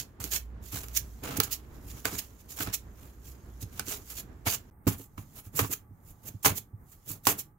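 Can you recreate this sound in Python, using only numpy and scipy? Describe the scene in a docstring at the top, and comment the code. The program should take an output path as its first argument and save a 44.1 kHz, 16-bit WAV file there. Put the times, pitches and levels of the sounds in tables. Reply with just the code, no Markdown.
"""A wet blade hisses through a pepper, then a carrot, close by: noise swelling per stroke in the blade's colour.
Strokes crunch into a steel board, the edge ticks on it, and the counter thuds and shudders below: struck modes.
A small kitchen adds a short tail of sparse taps. Behind lie filtered room noise, a wavering low hum and thin whines.
The room tone steps in level at 0.2 s, and in level and colour at 4.707 s, around a 9 ms gap in all sound."""
import sys
import numpy as np
from scipy import signal
from scipy.fft import rfft, irfft, next_fast_len
from scipy.io import wavfile
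from scipy.ndimage import uniform_filter1d

SR = 44100
rng = np.random.default_rng(int(sys.argv[2]) if len(sys.argv) > 2 else 0)


def transcribe(u):
    """Save the signal u as a 16-bit wav file named by the first command-line argument.

    u: samples, shape (n,) or (channels, n), limited to [-1, 1]; the rate is SR.
    q: integer samples, one column per channel.
    """
    v = np.clip(np.atleast_2d(u).T, -1, 1)
    q = np.round(v * 32767).astype(np.int16)
    wavfile.write(sys.argv[1], SR, q)


N = 334278

# blade strokes: peak t/s, relative hiss level/dB, rise and fall over 14.2 dB/ms (at least 1),
# crunch re hiss before the mix/dB
STROKES = [(0.0, -30, 10, 25, -10), (0.202, -40, 1.3, 170, -1.5), (0.244, -34, 5, 21, -32),
           (0.334, -28, 23, 32, -15), (0.356, -23, 32, 27, -14.5), (0.662, -46, 33, 160, -30),
           (0.754, -35.5, 42, 98, -3.5), (0.841, -47.5, 18, 10, 7), (0.886, -56.5, 9.2, 130, 6.5),
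           (0.971, -24, 25.7, 24, -23), (1.238, -41.5, 6, 154, 9.5), (1.309, -47.5, 23, 246, 9.5),
           (1.374, -28.5, 8.2, 6.7, -22.5), (1.402, -31.5, 2.4, 4.6, 16), (1.436, -34.5, 11, 31, -37),
           (1.527, -25, 15.7, 29.4, -19), (1.748, -58, 23, 47, -21), (1.914, -46, 82, 17, -11.5),
           (1.978, -49, 84, 50, -3.5), (2.056, -31.5, 9.2, 52, 2.5), (2.131, -36, 33, 100, -2),
           (2.19, -26, 11.5, 14.4, -30), (2.409, -52.5, 26, 15, -2), (2.504, -41, 18, 82, -11),
           (2.612, -32.5, 47, 54, -2), (2.673, -46.5, 14, 55, 10.5), (2.744, -24, 14.3, 16, -17),
           (3.025, -54, 83, 116, -0.5), (3.282, -49, 65, 71, -11), (3.619, -39, 15, 24, -15),
           (3.736, -50, 25, 16, -1), (3.794, -41.5, 38, 17, 0), (3.885, -34, 29.5, 74, -18),
           (3.921, -33, 34, 54, -4), (4.117, -39, 52, 36, -7), (4.186, -34, 36, 30, -10),
           (4.471, -24, 12, 25, 5), (4.501, -23, 24, 33, -14), (4.537, -23.5, 12, 22, -7),
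           (4.876, -26.5, 4.2, 31, -5), (4.927, -36.5, 44, 24.5, 0.5), (5.001, -43.5, 37, 53, -8.5),
           (5.18, -48.5, 6.2, 53, -0.5), (5.393, -43, 52, 23, -5), (5.463, -51, 37, 33, -4.5),
           (5.564, -28.5, 8.6, 103, -35), (5.591, -25.5, 36, 35, -9.5), (5.642, -39.5, 34, 6.8, 11),
           (5.733, -24, 24, 11, -8.5), (6.101, -51, 58, 32, -8.5), (6.288, -37, 40, 8.2, -12),
           (6.433, -33, 4.8, 20, -22), (6.458, -16.5, 14.5, 33, -4), (6.482, -26.5, 13, 31.6, 2),
           (6.579, -26, 26, 13.4, -17.5), (6.93, -54, 70, 48, -10.5), (7.109, -34, 39, 46, -16),
           (7.254, -32, 3.2, 35, -13), (7.274, -18, 2.1, 41, -0.5), (7.303, -24.5, 38.6, 27, -8),
           (7.397, -28, 17, 16.7, -13)]
# faint rustle on the wet steel between strokes: t/s, relative level/dB
RUSTLE = [(0.0, -55), (0.199, -80), (0.5, -86), (0.9, -55), (1.3, -59), (1.6, -68), (2.0, -54), (2.4, -61),
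          (3.0, -66.5), (3.65, -60.5), (4.03, -53), (4.25, -69), (4.7, -66), (4.72, -95), (5.3, -60),
          (5.8, -86), (6.3, -60), (6.75, -84), (7.05, -61.5), (7.58, -91.5)]
# edge meets the steel: t/s, relative level/dB, board ring re tick before the mix/dB
TICKS = [(0.2407, -15.5, -40), (0.337, -14, -45), (0.7716, -22.5, -22.5), (0.884, -29, -37),
         (1.368, -22, -24), (1.4013, -3.5, -24), (1.435, -19, -42), (2.0542, -8.5, -21),
         (2.606, -21.5, -10.5), (2.6725, -29.5, -9.5), (3.795, -11.5, -21), (3.874, -30, -26),
         (3.8835, -24, -28.5), (4.869, -29.5, -3), (4.8782, -15, -18), (5.179, -44.5, 0), (5.5912, -12, -8),
         (5.646, -36.5, 0), (6.448, -19, -4.5), (6.4584, -9, -10), (7.105, -26.5, -28),
         (7.2535, -19.5, -45), (7.2696, -3, -18.5)]
# weight lands on the counter: t/s, relative level/dB, hardness/(dB per octave)
THUDS = [(0.194, -30, -7), (0.24, -37, 5.5), (0.732, -25.5, -5.5), (1.383, -19.5, 1), (2.052, -30.5, 2.5),
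         (2.125, -33, 4.5), (2.601, -28.5, 1), (2.674, -24.5, -1), (3.625, -23.5, -10.5), (3.785, -46, 1),
         (3.876, -37.5, 6.5), (4.465, -19.5, -7), (4.536, -43.5, -4.5), (4.868, -10.5, 1.5),
         (4.905, -28.5, 1), (4.995, -49, 10.5), (5.18, -27.5, -4.5), (5.465, -32.5, -8.5),
         (5.613, -15, -12), (5.639, -24, 0.5), (5.695, -34, 4.5), (5.908, -34.5, -12), (6.101, -42.5, -7),
         (6.341, -26, -11), (6.454, -21.5, -10.5), (6.575, -43.5, 5), (6.732, -27, -16.5),
         (7.101, -32.5, -1), (7.269, -23, -2)]
# counter shudders while the blade is pressed through: start t/s, start to release/s, relative level/dB,
# hardness/(dB per octave)
SHUDDERS = [(1.212, 0.15, -42.5, 6), (5.526, 0.089, -42.5, -5), (6.225, .075, -50, -12.5),
            (6.462, 0.059, -36, -3.5), (7.055, 0.11, -49.5, -5.8), (7.283, 0.1, -47, -4.5)]
# counter modes: f/Hz, relative level/dB, t60 before hand damping/s
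COUNTER_MODES = [(104.8, 4.5, 0.081), (138, 0.5, 0.04), (170.8, -3.5, 0.088), (213.6, -5.5, 0.067),
                 (267, -7.5, 0.1), (386.5, -14, 0.095), (472, -18, 0.066)]
# broad modes of the steel board: f/Hz, width/Hz, relative level/dB
BOARD_MODES = [(167.2, 46, 6), (290, 45, 7.5), (432, 190, 7.5), (673, 95, 5.5), (820, 130, 5),
               (1108, 320, 4), (1306, 200, 1.5), (1650, 150, -5.5), (2170, 540, 0), (2640, 200, -5.5)]
# blade colour: f/Hz, relative density/(dB per Hz)
BLADE_COLOUR = [(710, -52), (1200, -24.5), (1610, -15), (2430, -11.5), (3290, -9.5), (3700, -10),
                (5350, -8.5), (7100, -4), (8630, -13.5), (9930, -9.5), (11100, -6.5), (13900, -5),
                (16000, -10.5)]
# kitchen decay: f/Hz, t60/s
KITCHEN_T60 = [(100, 0.47), (500, 0.16), (2000, 0.2), (6000, 0.15), (14000, 0.15)]
# room tone colour under the pepper: f/Hz, relative density/(dB per Hz)
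PEPPER_TONE = [(13, -43), (22, -19), (64, -10), (92, -12.5), (128, -14), (147, -22), (205, -21), (432, -27),
               (539, -33), (935, -35.5), (1070, -36), (1670, -39.5), (2520, -48.5), (5930, -61.5),
               (16000, -75)]
# room tone colour under the carrot: f/Hz, relative density/(dB per Hz)
CARROT_TONE = [(13, -46.5), (22, 10), (115, 10), (618, -13.5), (750, -9), (1300, -17.5), (1410, -17.5),
               (2080, -22), (3320, -51), (7190, -60), (7810, -36), (9480, -26), (10300, -40),
               (13600, -21.5), (16000, -32)]
# hum between the two steps: t/s, mean level before the left-right tilt/dB
HUM_LEVEL = [(0.2, -44), (0.5, -42), (0.75, -51), (0.95, -42), (1.3, -51.5), (1.8, -50), (2.2, -52),
             (2.4, -67), (2.8, -51), (3.12, -55), (3.3, -52), (3.6, -47), (3.92, -62), (4.1, -51),
             (4.45, -54), (4.6, -64), (4.7, -64)]
# faint appliance tones after the second step: f/Hz, relative level/dB
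WHINES = [(845.2, -78.5), (1163, -80), (1276, -83)]
# left-right likeness: f/Hz, correlation/1
LIKENESS = [(60, .95), (130, .95), (290, .85), (640, .35), (1410, 0.01), (4500, .05), (6820, .35),
            (15000, .45)]
# left-right tilt, scaled per layer in pair(): f/Hz, left re right/dB
TILT = [(60, -0.5), (180, -4), (550, -4), (1650, -4), (4970, -4.5), (15000, -4.5)]
# difference of the microphone ports: f/Hz, left re right/dB
PORTS = [(4500, -0.5), (6900, -8.5), (7600, -6), (8600, 5.5), (11800, 0.5), (14500, -4.5), (16000, -13)]

STEPS_S, GAP_S = (0.2, 4.707), (4.701, 4.71)
# before, between and after the steps
TONE_RMS_DB, BRIGHT_DB = (-51, -50, -55.5), (0.5, 5, 11)
BRIGHT_PER_DB, BRIGHT_REF_DB = -0.07, -35  # negative: louder strokes are duller
SPLIT_HZ = 7630  # the hiss is tipped about this frequency
STROKE_ROUNDNESS = 1.6  # exponent of the swell and fade in dB
JUDDER_DB, PATCH_DB = 2, 2.6  # stick-slip depth; depth of the blade's passing rings
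# left re right; a stroke of TURN crunch stands halfway
THIN_PAN_DB, CRUNCHY_PAN_DB, RUSTLE_PAN_DB, PAN_TURN_DB = -6.5, -1, -1.86, -12
CRACK_RISE_S, CRACK_T60_S, RATTLE_T60_S, BLOW_T60_S, SPOT_T60_S = 0.00088, 0.007, 0.02, 0.062, 0.019
SPOT_HZ = (1525, 1080)  # pepper, carrot
KNOCK_HZ, KNOCK_DB, KNOCK_DB_PER_HARD = 230, -6.5, 0.68
HAND_DAMPING = 0.87  # factor on the thud t60
SHUDDER_RISE_S, SHUDDER_FALL_S, SHUDDER_WIDTH_HZ = 0.024, 0.033, 28
HUM_HZ, HUM_WAVER_HZ, HUM_WAVER_DB = 60.2, 2.42, 0.5  # wavers are rms
WHINE_WIDTH_HZ = 23
EDGE_HZ = 15800


def slicing():
    """Each stroke swells and fades; it hisses in the blade and crunches into the board."""
    t = np.arange(N) / SR
    stroke, crunch, pan_power = np.zeros((3, N))
    for s, db, rise_ms, fall_ms, crunch_db in STROKES:
        near = slice(max(round((s - 0.4) * SR), 0), round((s + 0.5) * SR))
        late_ms = 1000 * (t[near] - s)
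        reach = np.where(late_ms < 0, -late_ms / max(rise_ms, 1), late_ms / max(fall_ms, 1))
        power = gain_of(2 * (db - 14.2 * reach ** STROKE_ROUNDNESS))
        crunchy = 1 / (1 + gain_of(PAN_TURN_DB - crunch_db))
        stroke[near] += power
        crunch[near] += power * gain_of(2 * crunch_db)
        pan_power[near] += power * (THIN_PAN_DB + (CRUNCHY_PAN_DB - THIN_PAN_DB) * crunchy)

    # the blade sticks and slips every few ms
    judder = gain_of(2 * JUDDER_DB * slow_noise(300))
    stroke, crunch, pan_power = stroke * judder, crunch * judder, pan_power * judder
    rustle = gain_of(2 * np.interp(t, *np.transpose(RUSTLE)))
    total = stroke + rustle
    pan_db = (pan_power + RUSTLE_PAN_DB * rustle) / total

    # power share of the upper band
    loud_db = 10 * np.log10(total) - BRIGHT_REF_DB
    bright_db = np.array(BRIGHT_DB)[np.searchsorted(STEPS_S, t)] + BRIGHT_PER_DB * loud_db
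    share = 1 / (1 + gain_of(-2 * bright_db))

    hz = frequencies()
    colour = gain_of(read(BLADE_COLOUR, hz))
    upper = 1 / (1 + (SPLIT_HZ / (hz + 1)) ** 12)
    low_hiss = grit(2.7, size=40) * np.sqrt(stroke * (1 - share) + 0.21 * rustle)
    high_hiss = grit(2.1, size=40) * np.sqrt(stroke * share + 0.47 * rustle)
    hiss = shaped(low_hiss, unit(colour * np.sqrt(1 - upper)))
    hiss += shaped(high_hiss, unit(colour * np.sqrt(upper)))
    hiss = pair(patchy(hiss, PATCH_DB), lean=0) * gain_of([pan_db / 2, -pan_db / 2])
    crunching = pair(board(grit(3.56, size=60) * np.sqrt(crunch)))
    return gain_of(-3.5) * hiss + gain_of(-7.5) * crunching


def patchy(x, patch_db):
    """Narrow rings of the blade come and go as the contact point slides."""
    z = signal.stft(x, nperseg=512, noverlap=384)[2]
    field = rng.standard_normal(z.shape[1:])
    field = uniform_filter1d(field, size=2, axis=0)
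    for size in (10, 6):
        field = uniform_filter1d(field, size=size, axis=1)
    out = signal.istft(z * gain_of(patch_db * evened(field)), nperseg=512, noverlap=384)[1][:, :N]
    return out * np.sqrt(np.mean(x ** 2) / np.mean(out ** 2))


def board(x):
    """The damped steel sheet answers with a few broad modes."""
    hz = frequencies()
    modes = sum(gain_of(db) * resonance(hz, f, width) for f, width, db in BOARD_MODES)
    return shaped(x, unit(modes))


def ticks():
    """A millisecond crack with a short rattle, and the blow that rings the board and the spot that was hit."""
    t = np.arange(3000) / SR
    crack, blow, spot = np.zeros((3, 2, N))
    fade = gain_of(-60 * t / CRACK_T60_S) + 0.18 * gain_of(-60 * t / RATTLE_T60_S)
    envelope = fade * np.minimum(t / CRACK_RISE_S, 1)
    for (s, db, ring_db), noise in zip(TICKS, rng.standard_normal((len(TICKS), 4, len(t)))):
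        add(crack, s, gain_of(db - 5.5) * noise[:2] * envelope)
        add(blow, s, gain_of(db + ring_db + 0.5) * noise[2:] * gain_of(-60 * t / BLOW_T60_S))
        spot_hz = SPOT_HZ[int(s > STEPS_S[1])]
        ring = np.sin(2 * np.pi * spot_hz * t + 3 * noise[2:, :1])  # random phase per side
        add(spot, s, gain_of(db + ring_db + 8 - 60 * t / SPOT_T60_S) * ring)
    bright = shaped(crack, unit(gain_of(0.39 * read(BLADE_COLOUR, frequencies()))))
    return pair(bright, lean=2.2) + pair(board(blow) + spot)


def thuds():
    """A soft push gives a dull knock and rings the low modes of the counter, each blow a little differently."""
    t, out = np.arange(16000) / SR, np.zeros((2, N))
    knock = t / 0.0065 * np.exp(1 - t / 0.0035) * -np.sin(2 * np.pi * KNOCK_HZ * t)
    chances = rng.standard_normal((len(THUDS), len(COUNTER_MODES), 3))
    for (s, db, hard_db), chance in zip(THUDS, chances):
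        add(out, s, gain_of(db + KNOCK_DB + KNOCK_DB_PER_HARD * hard_db) * knock[None])
        for (hz, mode_db, t60), vary in zip(COUNTER_MODES, chance):
            rise = 1 - np.exp(-(0.97 * hz * t) ** 2)  # a mode builds in about one cycle
            start_db = db + mode_db + hard_db * octaves_up(hz) + 0.57 * vary[0]
            level = gain_of(start_db - 60 * t / (t60 * HAND_DAMPING))
            turns = hz * (1 + 0.023 * vary[1:, None]) * t  # each side slightly detuned
            add(out, s, -level * rise * np.sin(2 * np.pi * turns))
    return pair(out)


def shudder():
    """Uneven pressure keeps the counter modes going, damped by the hand into broad humps."""
    t, hz, out = np.arange(N) / SR, frequencies(), 0
    push = rng.standard_normal((2, N))
    for s, length, db, hard_db in SHUDDERS:
        corners_s = (0, SHUDDER_RISE_S, length, length + SHUDDER_FALL_S)
        level = gain_of(db) * np.interp(t - s, corners_s, (0, 1, 1, 0))
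        modes = sum(gain_of(mode_db + hard_db * octaves_up(f)) * resonance(hz, f, SHUDDER_WIDTH_HZ)
                    for f, mode_db, _ in COUNTER_MODES)
        out = out + shaped(push * level, unit(modes))
    return pair(out)


def kitchen(x):
    """Reverberates by sparse taps of random sign, each band dying at its own speed."""
    taps = np.zeros((2, SR // 2))
    grid = np.arange(150, SR // 2 - 20, 20)
    at = grid + rng.integers(0, 20, (2, len(grid)))
    np.put_along_axis(taps, at, rng.choice([-1., 1.], at.shape), 1)
    hz, t, z = signal.stft(taps, SR, nperseg=256)
    decay = gain_of(-60 * t / read(KITCHEN_T60, hz)[:, None])
    tail = signal.istft(z * decay, SR, nperseg=256)[1]
    return signal.oaconvolve(x, tail / np.linalg.norm(tail[0]), axes=1)[:, :N]


def room_tone():
    """Steady air and appliance noise, with another colour after the second step."""
    t, hz = np.arange(N) / SR, frequencies()
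    part = np.searchsorted(STEPS_S, t)
    pepper, carrot = (evened(shaped(grit(2.3, size=3000), gain_of(read(tone, hz))))
                      for tone in (PEPPER_TONE, CARROT_TONE))
    return pair(np.where(part == 2, carrot, pepper) * gain_of(np.array(TONE_RMS_DB)[part]))


def hum():
    """A low sine between the steps; it wavers in level and pitch."""
    t = np.arange(N) / SR
    wobble = slow_noise(2500)
    turns = np.cumsum(HUM_HZ + HUM_WAVER_HZ * wobble) / SR
    level_db = np.interp(t, *np.transpose(HUM_LEVEL), left=-120, right=-120)
    level_db = level_db + HUM_WAVER_DB * wobble[::-1]  # reversed: level does not track pitch
    tone = np.sqrt(2) * gain_of(level_db) * np.sin(2 * np.pi * turns)
    return tone * gain_of([[-1.5], [0.8]])


def whine():
    """Thin fuzzy tones after the second step: noise in narrow peaks."""
    hz = frequencies()
    tones = sum(gain_of(db) * unit(1 / (1 + ((hz - f) / WHINE_WIDTH_HZ) ** 2)) for f, db in WHINES)
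    return pair(shaped(rng.standard_normal((2, N)), tones)) * (np.arange(N) / SR > STEPS_S[1])


def gain_of(db):
    """Decibels to a factor."""
    return 10 ** (np.asarray(db) / 20)


def evened(x):
    """Scales to rms 1."""
    return x / np.sqrt(np.mean(x ** 2) + 1e-20)


def slow_noise(size):
    """Noise smoothed twice over size samples, rms 1."""
    return evened(uniform_filter1d(uniform_filter1d(rng.standard_normal(N), size), size))


def grit(lumpy_db, size):
    """Noise in lumps, as cells burst unevenly; both renderings share the lumps."""
    lumps = gain_of(lumpy_db * slow_noise(size))
    return evened(lumps * rng.standard_normal((2, N)))


def octaves_up(hz):
    """Octaves above the lowest counter mode."""
    return np.log2(hz / COUNTER_MODES[0][0])


def resonance(hz, f, width):
    """Response of one damped mode, 1 at its peak."""
    return 1j * hz * width / (f ** 2 - hz ** 2 + 1j * hz * width)


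def read(points, hz):
    """Reads a spectrum table on a log axis."""
    f, value = np.transpose(points)
    return np.interp(np.log(hz + 1), np.log(f + 1), value)


def add(mix, s, sound):
    """Mixes a sound in at time s."""
    part = mix[..., max(round(s * SR), 0):][..., :sound.shape[-1]]
    part += sound[..., :part.shape[-1]]


def frequencies():
    """The grid of shaped(), in Hz."""
    return np.fft.rfftfreq(next_fast_len(N + 4096), 1 / SR)


def shaped(x, gain):
    """Filters by a gain on the grid of frequencies()."""
    size = next_fast_len(N + 4096)
    return irfft(rfft(x, size) * gain, size)[..., :N]


def unit(gain):
    """Scales a filter so that white noise keeps its power."""
    return gain / np.sqrt(np.mean(abs(gain) ** 2))


def pair(two, lean=0.63):
    """Two renderings become left and right, alike by LIKENESS and tipped by lean times TILT."""
    hz = frequencies()
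    same = np.clip(read(LIKENESS, hz), -1, 1)
    tip = gain_of(lean * read(TILT, hz) / 2)
    left = shaped(two[0], tip)
    right = shaped(two[0], same / tip) + shaped(two[1], np.sqrt(1 - same ** 2) / tip)
    return np.array([left, right])


def scene():
    """The cutting with its room tail, over the room tone; the counter's low sounds stir the room less."""
    blade = slicing() + ticks()
    counter = thuds() + shudder()
    tail = pair(kitchen(gain_of(-10.5) * blade + gain_of(-15.5) * counter), lean=0)
    background = room_tone() + hum() + whine()
    t = np.arange(N) / SR
    sounding = (t < GAP_S[0]) | (t > GAP_S[1])
    return (blade + counter + tail + background) * sounding


def record(dry):
    """The colour of the two microphone ports, then the band limit."""
    tip_db = read(PORTS, frequencies()) / 2
    heard = shaped(dry, gain_of([tip_db, -tip_db]))
    low_pass = signal.firwin(511, EDGE_HZ, window=("kaiser", 9), fs=SR)
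    return signal.oaconvolve(heard, low_pass[None], "same")


dry = scene()
out = record(dry)
transcribe(out)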